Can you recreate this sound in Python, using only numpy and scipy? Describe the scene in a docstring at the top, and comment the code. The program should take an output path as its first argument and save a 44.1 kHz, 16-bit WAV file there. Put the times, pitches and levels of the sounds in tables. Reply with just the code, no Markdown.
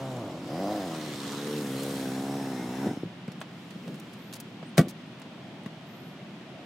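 """A small van parks in a driveway

The van swings in over the paving, engine pulsing and fan whirring, stops close by and is switched off.
The driver opens the door, climbs out with clinking keys, slams it and unlatches the tailgate.
The houses echo it all, while distant traffic and leaves fill the quiet street."""
import sys
import numpy as np
from scipy import signal
from scipy.fft import rfft, irfft, next_fast_len
from scipy.io import wavfile
from scipy.ndimage import uniform_filter1d

SR = 44100
rng = np.random.default_rng(int(sys.argv[2]) if len(sys.argv) > 2 else 0)


def generate_wav(signal):
    """Clip the signal to [-1, 1] and save it as 16-bit WAV at the path in sys.argv[1]."""
    frames = np.transpose(np.atleast_2d(signal))
    scaled = np.clip(frames, -1, 1) * 32767
    pcm = np.round(scaled).astype(np.int16)
    wavfile.write(sys.argv[1], SR, pcm)


N = 293265
TIME = np.arange(N) / SR
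KEY_OFF_S = 2.866


# How fast the engine fires until the key is turned: time_s, firings_per_s
ENGINE_SPEED = [(.03, 67.3), (.15, 63), (.2, 58.5), (.29, 45.5), (.37, 41), (.43, 46), (0.5, 67), (0.6, 94),
                (0.72, 106.5), (0.79, 101.5), (0.9, 81.7), (1.2, 69.5), (1.44, 72.1), (1.55, 75.9),
                (1.71, 66.2), (1.86, 70), (2.1, 65.2), (2.33, 69.8), (2.44, 67.7), (2.68, 60.5),
                (2.85, 70.2)]
def speed(run_down_s=0.11, walking_pace_hz=65):
    """The firing rate, dying away after key-off, and how many octaves it lies above walking pace."""
    rate = curves(ENGINE_SPEED)[0] * np.exp(-np.clip(TIME - KEY_OFF_S, 0, 1) / run_down_s)
    return rate, np.log2(rate / walking_pace_hz)


# Smooth when coasting, rough on the throttle: time_s, rough_share, blur_share, odd_harmonics_db
ENGINE_TEXTURE = [(.13, 0.15, 0.8, -10.5), (.35, 0.36, 1, -8), (.55, 0.28, 0.25, 0.5), (1.1, 0.27, 0.55, 1),
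                  (1.55, 0.16, 0.39, 0)]
def firing(rate, lope=0.072, puff_turns=0.97, puff_hz=330, stumble_turns=0.052, harmonics=30):
    """Each firing is a pulse and a puff of gas. Blurring puts the harmonics out of step, into a hum."""
    rough, blur, odd_db = curves(ENGINE_TEXTURE)
    stumble = evened(band(rng.standard_normal(N), 28.7, "low"))
    turns = np.cumsum(rate) / SR + stumble_turns * rough * stumble  # one turn per firing
    odd = amp(odd_db)
    tone = sum((odd if k % 2 else 1) * np.cos(2 * np.pi * (k * turns + blur * lag))
               for k, lag in enumerate(rng.random(harmonics) - .5, 1))
    tone *= 1 + lope * (np.cos(np.pi * turns) + np.cos(np.pi * turns / 2))  # the cylinders are unequal
    puffs = np.exp(-(turns % 1) / puff_turns) * rng.standard_normal(N)
    puffs = signal.lfilter(*signal.butter(1, puff_hz, "high", fs=SR), band(puffs, 1600, "low"))
    running = TIME < KEY_OFF_S
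    return (1 - rough) * tone / tone[running].std() + rough * puffs / puffs[running].std()


# The engine's three voices (coasting side-on, on the throttle, facing us): pitch_hz, level_db
COASTING = [(60, -34), (132, -1), (200, -13.5), (270, -4.5), (400, -10.5), (465, -7), (545, 1.5), (680, 3),
            (800, -1), (1400, -14), (2200, -58)]
PULLING = [(60, -34), (150, 3.5), (230, -1.5), (320, 6), (420, -9), (530, -0.5), (630, -3), (740, 0),
           (880, -18), (1300, -20), (2200, -43)]
NOSE_ON = [(60, -53.5), (135, -2.5), (205, 0.5), (272, 6.5), (340, -4.5), (420, -2), (560, -9), (680, -5.5),
           (770, -0.5), (1050, -25.5), (2200, -45)]
# Which voice we hear: time_s, voice (0 coasting, 1 pulling, 2 nose-on)
ENGINE_VOICE = [(.36, 0), (.5, 1), (.95, 1), (1.35, 2)]
# Exhaust and intake at walking pace, as the nose comes round: time_s, boom_db, growl_db
ENGINE_LEVELS = [(.1, -37.5, -43.5), (.31, -35.5, -41.5), (.4, -36.5, -46), (.52, -38, -42),
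                 (.7, -39.5, -38.5), (1.2, -40.5, -55), (1.52, -34.5, -52.5), (2.3, -33.5, -42.5),
                 (2.8, -35.5, -47.5)]
# How strongly the air box rings in the turn: time_s, level_db
AIR_BOX_LEVEL = [(1.1, -25), (1.5, 5), (1.68, -5.5), (1.86, 6.5), (2.2, -22)]
# Its rising note: time_s, pitch_hz
AIR_BOX_PITCH = [(1.5, 478), (1.85, 525)]
def engine(rate, octaves, split_hz=450, db_per_octave=8, spreads_s=(.004, .003, .004)):
    """Four firing cylinders make the exhaust boom and the intake growl, louder with speed."""
    pulses = firing(rate)
    voice, = curves(ENGINE_VOICE)
    body = sum(np.maximum(1 - abs(voice - k), 0) * ring(dispersed(pulses, spreads_s[k]), colour)
               for k, colour in enumerate([COASTING, PULLING, NOSE_ON]))
    air_box = resonate(body, curves(AIR_BOX_PITCH)[0], width_hz=160)
    body = body + 2 * amp(curves(AIR_BOX_LEVEL)[0]) * air_box
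    low = band(band(body, split_hz, "low")[::-1], split_hz, "low")[::-1]  # both ways, so no delay
    boom_db, growl_db = curves(ENGINE_LEVELS) + db_per_octave * octaves
    shudder = np.exp(-((TIME - 2.897) / 0.066) ** 2)  # the stalling engine shakes on its mounts
    boom = amp(boom_db + 8 * shudder) * steadied(low)
    growl = amp(growl_db + 7.5 * shudder) * steadied(body - low)
    return (boom + growl) * np.interp(TIME, [2.94, 3.02], [1, 0])


def dispersed(x, spread_s, top_hz=700):
    """A long path around the van smears each pulse: the treble arrives ahead of the bass."""
    length = next_fast_len(N + SR)
    hz = np.fft.rfftfreq(length, 1 / SR)
    lead_s = spread_s * np.minimum(hz / top_hz, 1)
    return irfft(rfft(x, length) * np.exp(2j * np.pi * np.cumsum(lead_s) * hz[1]), length)[:N]


# Belts and fan at walking pace, as the grille swings past: time_s, whirr_db, hiss_db
FAN_LEVELS = [(.4, -49.5, -62.5), (1.2, -52, -55.5), (1.9, -45.5, -49), (2.3, -44.5, -56),
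              (2.85, -42, -57.5)]
# The tone of rushing air: pitch_hz, level_db
AIR_COLOUR = [(530, -1), (900, 1), (1210, -4.5), (1510, -3), (2050, -7), (5180, -17.5), (13400, -24),
              (15800, -29.5)]
# The fan's hiss ends up on the left: time_s, left_minus_right_db
HISS_PAN = [(.05, 7), (.6, 2), (1.4, 2), (2.74, 10.5)]
def whirr(rate, octaves, throb=0.089, split_hz=6500, db_per_octave=8):
    """Belts and fan rush louder with speed and throb with each firing."""
    whirr_db, hiss_db = curves(FAN_LEVELS) + db_per_octave * octaves
    rush = patchy(noise(AIR_COLOUR), depth_db=1.75, span_s=0.071, span_hz=200)
    rush = patchy(rush, depth_db=2.2, span_s=0.63, span_hz=129.2)  # the engine bay's ringing drifts
    rush *= 1 + throb * np.cos(2 * np.pi * np.cumsum(rate) / SR)
    low = amp(whirr_db) * evened(band(rush, split_hz, "low"))
    hiss = amp(hiss_db) * evened(band(rush, split_hz, "high"))
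    return low + panned(hiss, curves(HISS_PAN)[0])


# Singing belts and pulleys: start_s, end_s, pitch_hz, width_hz, level_db
BELT_WHINES = [(.4, .98, 4980, 650, -55), (.6, 1.45, 4230, 260, -58.5), (2, 3.05, 5270, 280, -57.5)]
def whines():
    """Belts and pulleys sing airy notes that swell and fade."""
    air, out = noise(AIR_COLOUR), np.zeros((2, N))
    for start, end, hz, width_hz, db in BELT_WHINES:
        progress = np.clip((TIME - start) / (end - start), 0, 1)
        swell = np.sqrt(abs(np.sin(np.pi * progress)))
        out += amp(db) * swell * evened(resonate(air, hz, width_hz))
    return out


# How loud the tyres are: time_s, level_db
TYRE_LEVEL = [(.5, -54.5), (.93, -45), (1.3, -41), (1.65, -45), (1.9, -43), (2.5, -55), (2.8, -106)]
# The tone of rubber on paving: pitch_hz, level_db
TYRE_COLOUR = [(600, 1), (1200, 4), (2300, -2.5), (3300, 1.5), (6000, -4.5), (10000, -16), (16000, -59)]
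def tyres(grains_per_s=260, spread_db=7, crack_db=-6, pan_db=-1):
    """The tyres scrub the paving in uneven patches and crack grains of sand."""
    sizes = amp(spread_db * np.minimum(rng.exponential(1, N), 2))
    grains = sizes * (rng.random(N) < grains_per_s / SR)
    crack = burst(TYRE_COLOUR, 0, fade_s=0.0044, tilt_db=5)
    cracks = signal.oaconvolve(grains[None], crack, axes=1)[:, :N]
    scrub = noise(TYRE_COLOUR) + amp(crack_db) * evened(cracks)
    scrub = patchy(scrub, depth_db=1.64, span_s=.04, span_hz=450)
    rolling = TIME < TYRE_LEVEL[-1][0]
    return panned(amp(curves(TYRE_LEVEL)[0]) * scrub * rolling, pan_db)


# The notes the door and its frame ring at: pitch_hz, level_db, fade_s
DOOR_NOTES = [(167.4, 5, 0.081), (207, -2, 0.17), (253, -1.5, 0.18), (336, -4.5, 0.12), (456, -7.5, 0.077),
              (522, -11, 0.12), (594, -13, 0.11), (680, -3, 0.065), (792, -15, 0.093), (1164, -8, 0.082),
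              (1235, -12, .08), (1397, -12, .1), (1510, -12, 0.09), (1870, -12, 0.086), (1940, -4, 0.072),
              (2240, -7, .08)]
# The door meets the latch, then its seal: start_s, level_db, contact_s
DOOR_BLOWS = [(4.7807, -27, 0.00011), (4.7847, -13.5, 0.0046), (4.7918, -14, 0.00088)]
# Its sheet metal slaps as it stops: start_s, level_db, pitch_hz
DOOR_SLAPS = [(4.781, -13, 570), (4.791, -11.5, 437)]
# Latch and trim rattle: start_s, level_db, fade_s
DOOR_RATTLES = [(4.773, -30.5, 0.17), (4.7794, -13, 0.022), (4.781, -17, 0.046), (4.791, -23.5, 0.071),
                (4.812, -31, 0.037)]
# The tone of that rattle: pitch_hz, level_db
RATTLE_COLOUR = [(150, -6), (500, 10.5), (950, -6.5), (1400, 3), (2400, -6.5), (4000, -5.5), (5500, -10.5),
                 (9000, -11), (16000, -22)]
def slam(cycles_to_peak=.8):
    """The latch cracks, the door hits its seal and the panels boom while the trim rattles."""
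    out, t = np.zeros((2, N)), TIME[:16000]
    panel = sum(amp(db) * np.sin(2 * np.pi * hz * t) * dying(t, fade_s) for hz, db, fade_s in DOOR_NOTES)
    for s, db, contact_s in DOOR_BLOWS:
        push = t * np.exp(-2 * np.pi * t / contact_s)  # a longer contact rings only the low notes
        add(out, s, amp(db) * signal.fftconvolve(panel, push / push.sum())[:len(t)])
    for s, db, hz in DOOR_SLAPS:
        age = t * hz / cycles_to_peak
        add(out, s, amp(db) * age * np.exp(1 - age) * np.sin(2 * np.pi * hz * t))
    for s, db, fade_s in DOOR_RATTLES:
        add(out, s, burst(RATTLE_COLOUR, db, fade_s))
    return out


# Dull knocks through the van's body: start_s, level_db, pitch_hz
BODY_KNOCKS = [(2.867, -9, 258.2), (2.886, -16.5, 209), (2.971, -18, 256), (3.0327, -8.5, 336),
               (3.051, -24, 171), (3.13, -28.5, 224), (3.758, -24.5, 216), (4.871, -21, 290)]
def knocks():
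    """The van rocks to rest, levers are set and the door settles."""
    out = np.zeros((2, N))
    for s, db, hz in BODY_KNOCKS:
        add(out, s, thud(db, hz))
    return out


BODY_HZ, BODY_FADE_S = 194, 0.041
# The tone of the seat and trim: pitch_hz, level_db
TRIM_COLOUR = [(70, -39), (160, 14), (500, -8), (1000, -24), (4000, -43)]
def thud(db, hz, rise_s=0.0007, overtone_db=-11, rustle_db=-16):
    """One muffled thud in the van's body, with a rustle of trim."""
    t = TIME[:8000]
    fade_s = BODY_FADE_S * (BODY_HZ / hz) ** 2.65  # harder knocks ring higher and shorter
    overtone = amp(overtone_db) * np.sin(2 * np.pi * hz * 2.02 * t) * dying(t, 2 * fade_s)
    tone = (np.sin(2 * np.pi * hz * t) + overtone) * dying(t, fade_s)
    jolt = (burst(TRIM_COLOUR, rustle_db, fade_s) - tone) * (1 - np.exp(-t / rise_s))
    return amp(db) * band(band(jolt, 105, "high"), 700, "low")


# Lock, door and tailgate latches: start_s, click_db, thud_db, handle_lead_s
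LATCHES = [(3.28, -44, -20.5, 0.002), (3.414, -34, -32, 0.0092), (5.66, -40.5, -24.5, 0.025)]
# The tones of latch and handle: pitch_hz, level_db
LATCH_COLOUR = [(200, -13), (700, 4), (1300, 3), (1750, 3), (2200, -0.5), (3000, -2), (4200, -7),
                (7200, -15.5), (15000, -26)]
HANDLE_COLOUR = [(1000, -16), (7300, -15), (8200, 6), (9200, -8), (15000, -18)]
def latches():
    """The handle ticks, then the latch springs with a clack and jolts the body."""
    out = np.zeros((2, N))
    for s, click_db, thud_db, lead_s in LATCHES:
        add(out, s - lead_s, burst(HANDLE_COLOUR, click_db - 14.5, fade_s=.02))
        add(out, s, burst(LATCH_COLOUR, click_db, fade_s=0.055) + thud(thud_db, BODY_HZ))
    return out


# The driver leans on the door, then slides off his seat: peak_s, level_db
SHUFFLES = [(3.355, -43), (3.878, -32.5)]
def shuffle(rise_s=0.035, fall_s=0.065, rub_s=3.905, rub_db=-47):
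    """Seat and trim rumble as the driver shifts his weight, and cloth rubs over the seat's edge."""
    swell = sum(amp(db) * np.exp(np.minimum((TIME - s) / rise_s, (s - TIME) / fall_s))
                for s, db in SHUFFLES)
    cloth = evened(resonate(noise(AIR_COLOUR), hz=483, width_hz=230))
    rub = cloth * np.exp(-((TIME - rub_s) / rise_s) ** 2)
    return swell * noise(TRIM_COLOUR) + amp(rub_db) * rub


# Single small clicks: start_s, level_db, tilt_db_per_octave
CLICKS = [(.948, -35.5, -2), (1.833, -37, 11), (3.318, -48, 4.5), (3.707, -43.5, -0.5), (3.878, -43.5, -2),
          (3.943, -48, 0.5), (4.628, -39, -9), (5.218, -43.5, -1.5)]
# Their tone: pitch_hz, level_db
CLICK_COLOUR = [(150, -28), (450, 10.5), (900, 4), (2200, 2.5), (5000, 1.5), (10000, -11), (16000, -24)]
def clicks():
    """Small stones, levers and footsteps each give one short click."""
    out = np.zeros((2, N))
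    for s, db, tilt_db in CLICKS:
        add(out, s, burst(CLICK_COLOUR, db, fade_s=0.05, tilt_db=tilt_db))
    return out


# Jolts to the bunch of keys: start_s, level_db, length_s, tilt_db_per_octave
KEY_JOLTS = [(3.955, -53, .005, -4), (3.999, -46.5, .005, 0), (4.133, -51, .005, -4),
             (4.3274, -38.5, .005, -6), (4.336, -36.5, .008, -4.5), (4.353, -43, .016, -3),
             (4.401, -39, .005, 0.5), (4.884, -41.5, .026, -2), (5.198, -54, .005, 3)]
# The bright tone of keys: pitch_hz, level_db
KEY_COLOUR = [(1200, -11), (3000, -2.5), (5000, 1.5), (6500, 0.5), (9000, 0), (12000, -1.5), (16000, -4)]
def keys(gap_s=0.0049, uneven=0.2, fall_db_per_s=200, fade_s=0.031):
    """Jolted keys swing back against each other, each clink weaker than the last."""
    out = np.zeros((2, N))
    for s, db, length_s, tilt_db in KEY_JOLTS:
        gaps = gap_s * (1 + uneven * rng.standard_normal(size=6))
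        for delay in np.cumsum(gaps) - gaps[0]:
            clink = burst(KEY_COLOUR, db - fall_db_per_s * delay, fade_s, tilt_db)
            add(out, s + delay, (delay <= length_s) * clink)
    return out


# Thin squeaks and whistles: start_s, length_s, from_hz, to_hz, level_db
WHISTLES = [(1.746, 0.097, 3950, 4420, -50), (2.545, 0.13, 2088, 2150, -50),
            (4.147, 0.25, 13900, 11100, -66), (4.65, 0.06, 7950, 9800, -65),
            (5.83, 0.35, 14100, 10900, -67)]
def whistles(flutter=0.27, flutter_s=0.0048, waver=.055, waver_at_hz=12000):
    """Faint, high squeaks glide and flutter. The higher they are, the more their pitch wavers."""
    out = np.zeros(N)
    for start, length, from_hz, to_hz, db in WHISTLES:
        hz = np.linspace(from_hz, to_hz, round(length * SR))
        wobble, gusts = rng.standard_normal((2, len(hz)))
        hz *= 1 + waver * hz / waver_at_hz * evened(uniform_filter1d(wobble, size=20))
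        strength = evened(1 + flutter * evened(uniform_filter1d(gusts, size=round(flutter_s * SR))))
        tone = np.sin(2 * np.pi * np.cumsum(hz) / SR)
        add(out, start, amp(db) * strength * tone * signal.windows.tukey(len(hz), .5))
    return out


def cabin(level_db=-63, whine_hz=12400):
    """A thin hiss with a faint whine escapes while the door stands open."""
    hiss = noise(KEY_COLOUR, tilt_db=-7.0)
    door_open = np.interp(TIME, [3.42, 3.6, 4.05, 4.78], [0, 1, 1, 0])
    return amp(level_db) * (hiss + resonate(hiss, whine_hz, width_hz=900)) * door_open


# Sound bouncing off the house fronts: delay_s, level_db
HOUSE_ECHOES = [(0.045, -30), (0.057, -27)]
def yard(x, dull_hz=900, tail_db=-30):
    """Adds dull echoes from the houses and a faint tail from the trees."""
    out, dull = x.copy(), band(x, dull_hz, "low")
    for delay, db in HOUSE_ECHOES:
        add(out, delay, amp(db) * dull)
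    tail = burst([(100, 27), (1000, 45), (4000, -46)], 0, fade_s=0.28, size=24000)
    return out + amp(tail_db) * signal.oaconvolve(x, tail / np.linalg.norm(tail[0]), axes=1)[:, :N]


# The tone of traffic and leaves: pitch_hz, level_db
STREET_COLOUR = [(45, -25), (95, -21.5), (114, -8.5), (178, -1.5), (382, -12), (413, -17.5), (628, -19),
                 (955, -21.5), (1700, -24), (3190, -24), (9110, -47.5), (12200, -52.5), (15800, -57)]
# A far-off drone: time_s, level_db
DRONE_LEVEL = [(3.5, -62), (5.22, -60), (5.35, -55), (5.62, -54), (5.76, -57.5), (6.22, -57.5), (6.42, -57),
               (6.56, -51.5)]
def street(level_db=-44):
    """Distant traffic and leaves, and a hollow drone that swells near the end."""
    drone = evened(resonate(noise(AIR_COLOUR), hz=655, width_hz=270))
    return amp(level_db) * noise(STREET_COLOUR, width=1) + amp(curves(DRONE_LEVEL)[0]) * drone


# How alike left and right are at width 1: pitch_hz, likeness (0 to 1)
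STEREO_LIKENESS = [(60, 0.99), (240, 0.99), (950, 0.76), (3770, 0.03), (15000, 0.58)]
def noise(colour, size=N, tilt_db=0, width=0.63):
    """Stereo noise with the given tone, alike on both sides in the bass; tilt_db brightens it."""
    length = next_fast_len(size)
    hz = np.fft.rfftfreq(length, 1 / SR)
    mid, side = rfft(rng.standard_normal((2, length)))
    same = read(STEREO_LIKENESS, hz)
    mid, side = mid * np.sqrt(1 + same), width * side * np.sqrt(1 - same)
    gain = amp(read(colour, hz) + tilt_db * np.log2(1 + hz / 1000))
    return evened(irfft(np.array([mid + side, mid - side]) * gain, length)[:, :size])


def burst(colour, db, fade_s, tilt_db=0, size=8000):
    """Fading noise, like many tiny notes struck at once."""
    return amp(db) * noise(colour, size=size, tilt_db=tilt_db) * dying(TIME[:size], fade_s)


def patchy(x, depth_db, span_s, span_hz):
    """Lets narrow ranges of pitch swell and fade on their own."""
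    spectrum = signal.stft(x, nperseg=512)[2]
    swells = rng.standard_normal(spectrum.shape[1:])
    for axis, size in enumerate([span_hz * 512 / SR, span_s * SR / 256]):
        for _ in range(2):
            swells = uniform_filter1d(swells, max(round(size), 1), axis)
    spectrum *= amp(depth_db * evened(swells))
    return evened(signal.istft(spectrum, nperseg=512)[1][..., :x.shape[-1]])


def ring(x, colour, size=4096):
    """Passes x through a body that rings with the given tone."""
    log_gain = np.log(amp(read(colour, abs(np.fft.fftfreq(size, 1 / SR)))))
    response = np.fft.ifft(np.exp(np.conj(signal.hilbert(log_gain)))).real
    return signal.oaconvolve(x, response[:size // 2])[:N]


def resonate(x, hz, width_hz):
    """Keeps a narrow band around a pitch, which may glide."""
    turn = np.exp(2j * np.pi * np.cumsum(hz * np.ones(N)) / SR)
    r = np.exp(-np.pi * width_hz / SR)
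    return 2 * (turn * signal.lfilter([(1 - r) ** 2], [1, -2 * r, r * r], x / turn + 1e-18)).real


def band(x, hz, kind):
    """Keeps what is below ("low") or above ("high") hz."""
    return signal.sosfilt(signal.butter(4, hz, kind, fs=SR, output="sos"), x)


def dying(t, fade_s):
    """Falls 60 dB in fade_s."""
    return np.exp(-np.log(1000) * t / fade_s)


def amp(db):
    """Decibels to gain."""
    return 10 ** (np.asarray(db) / 20)


def evened(x):
    """Scales to an average (rms) level of 1."""
    return x / np.sqrt(np.mean(x ** 2) + 1e-20)


def steadied(x):
    """Holds the level near 1 from moment to moment."""
    power = uniform_filter1d(uniform_filter1d(x ** 2, size=3000), size=3000)
    return x / np.sqrt(abs(power) + 1e-12)


def read(points, hz):
    """Looks up a table at the given pitches."""
    pitches, values = np.transpose(points)
    return np.interp(np.log(hz + 1), np.log(pitches + 1), values)


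def curves(rows):
    """Turns a table into curves over time."""
    times, *columns = np.transpose(rows)
    return [np.interp(TIME, times, column) for column in columns]


def panned(x, db):
    """Places a sound; db is left minus right."""
    return x * amp(np.array([[.5], [-.5]]) * db)


def add(mix, start_s, sound):
    """Mixes a sound in at start_s."""
    part = mix[..., round(start_s * SR):][..., :sound.shape[-1]]
    part += sound[..., :part.shape[-1]]


def scene():
    """The van and its driver in the street."""
    rate, octaves = speed()
    van = engine(rate, octaves) + whirr(rate, octaves) + whines() + tyres() + knocks() + whistles()
    driver = latches() + shuffle() + clicks() + keys() + cabin() + slam()
    return yard(van + panned(driver, 0.3)) + street()


def record(dry, low_cut_hz=78, high_cut_hz=15900):
    """The microphone loses the deepest bass and the highest treble."""
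    treble_cut = signal.firwin(511, high_cut_hz, window=("kaiser", 9), fs=SR)
    return signal.oaconvolve(band(dry, low_cut_hz, "high"), treble_cut[None], "same")


dry = scene()
out = record(dry)
generate_wav(out)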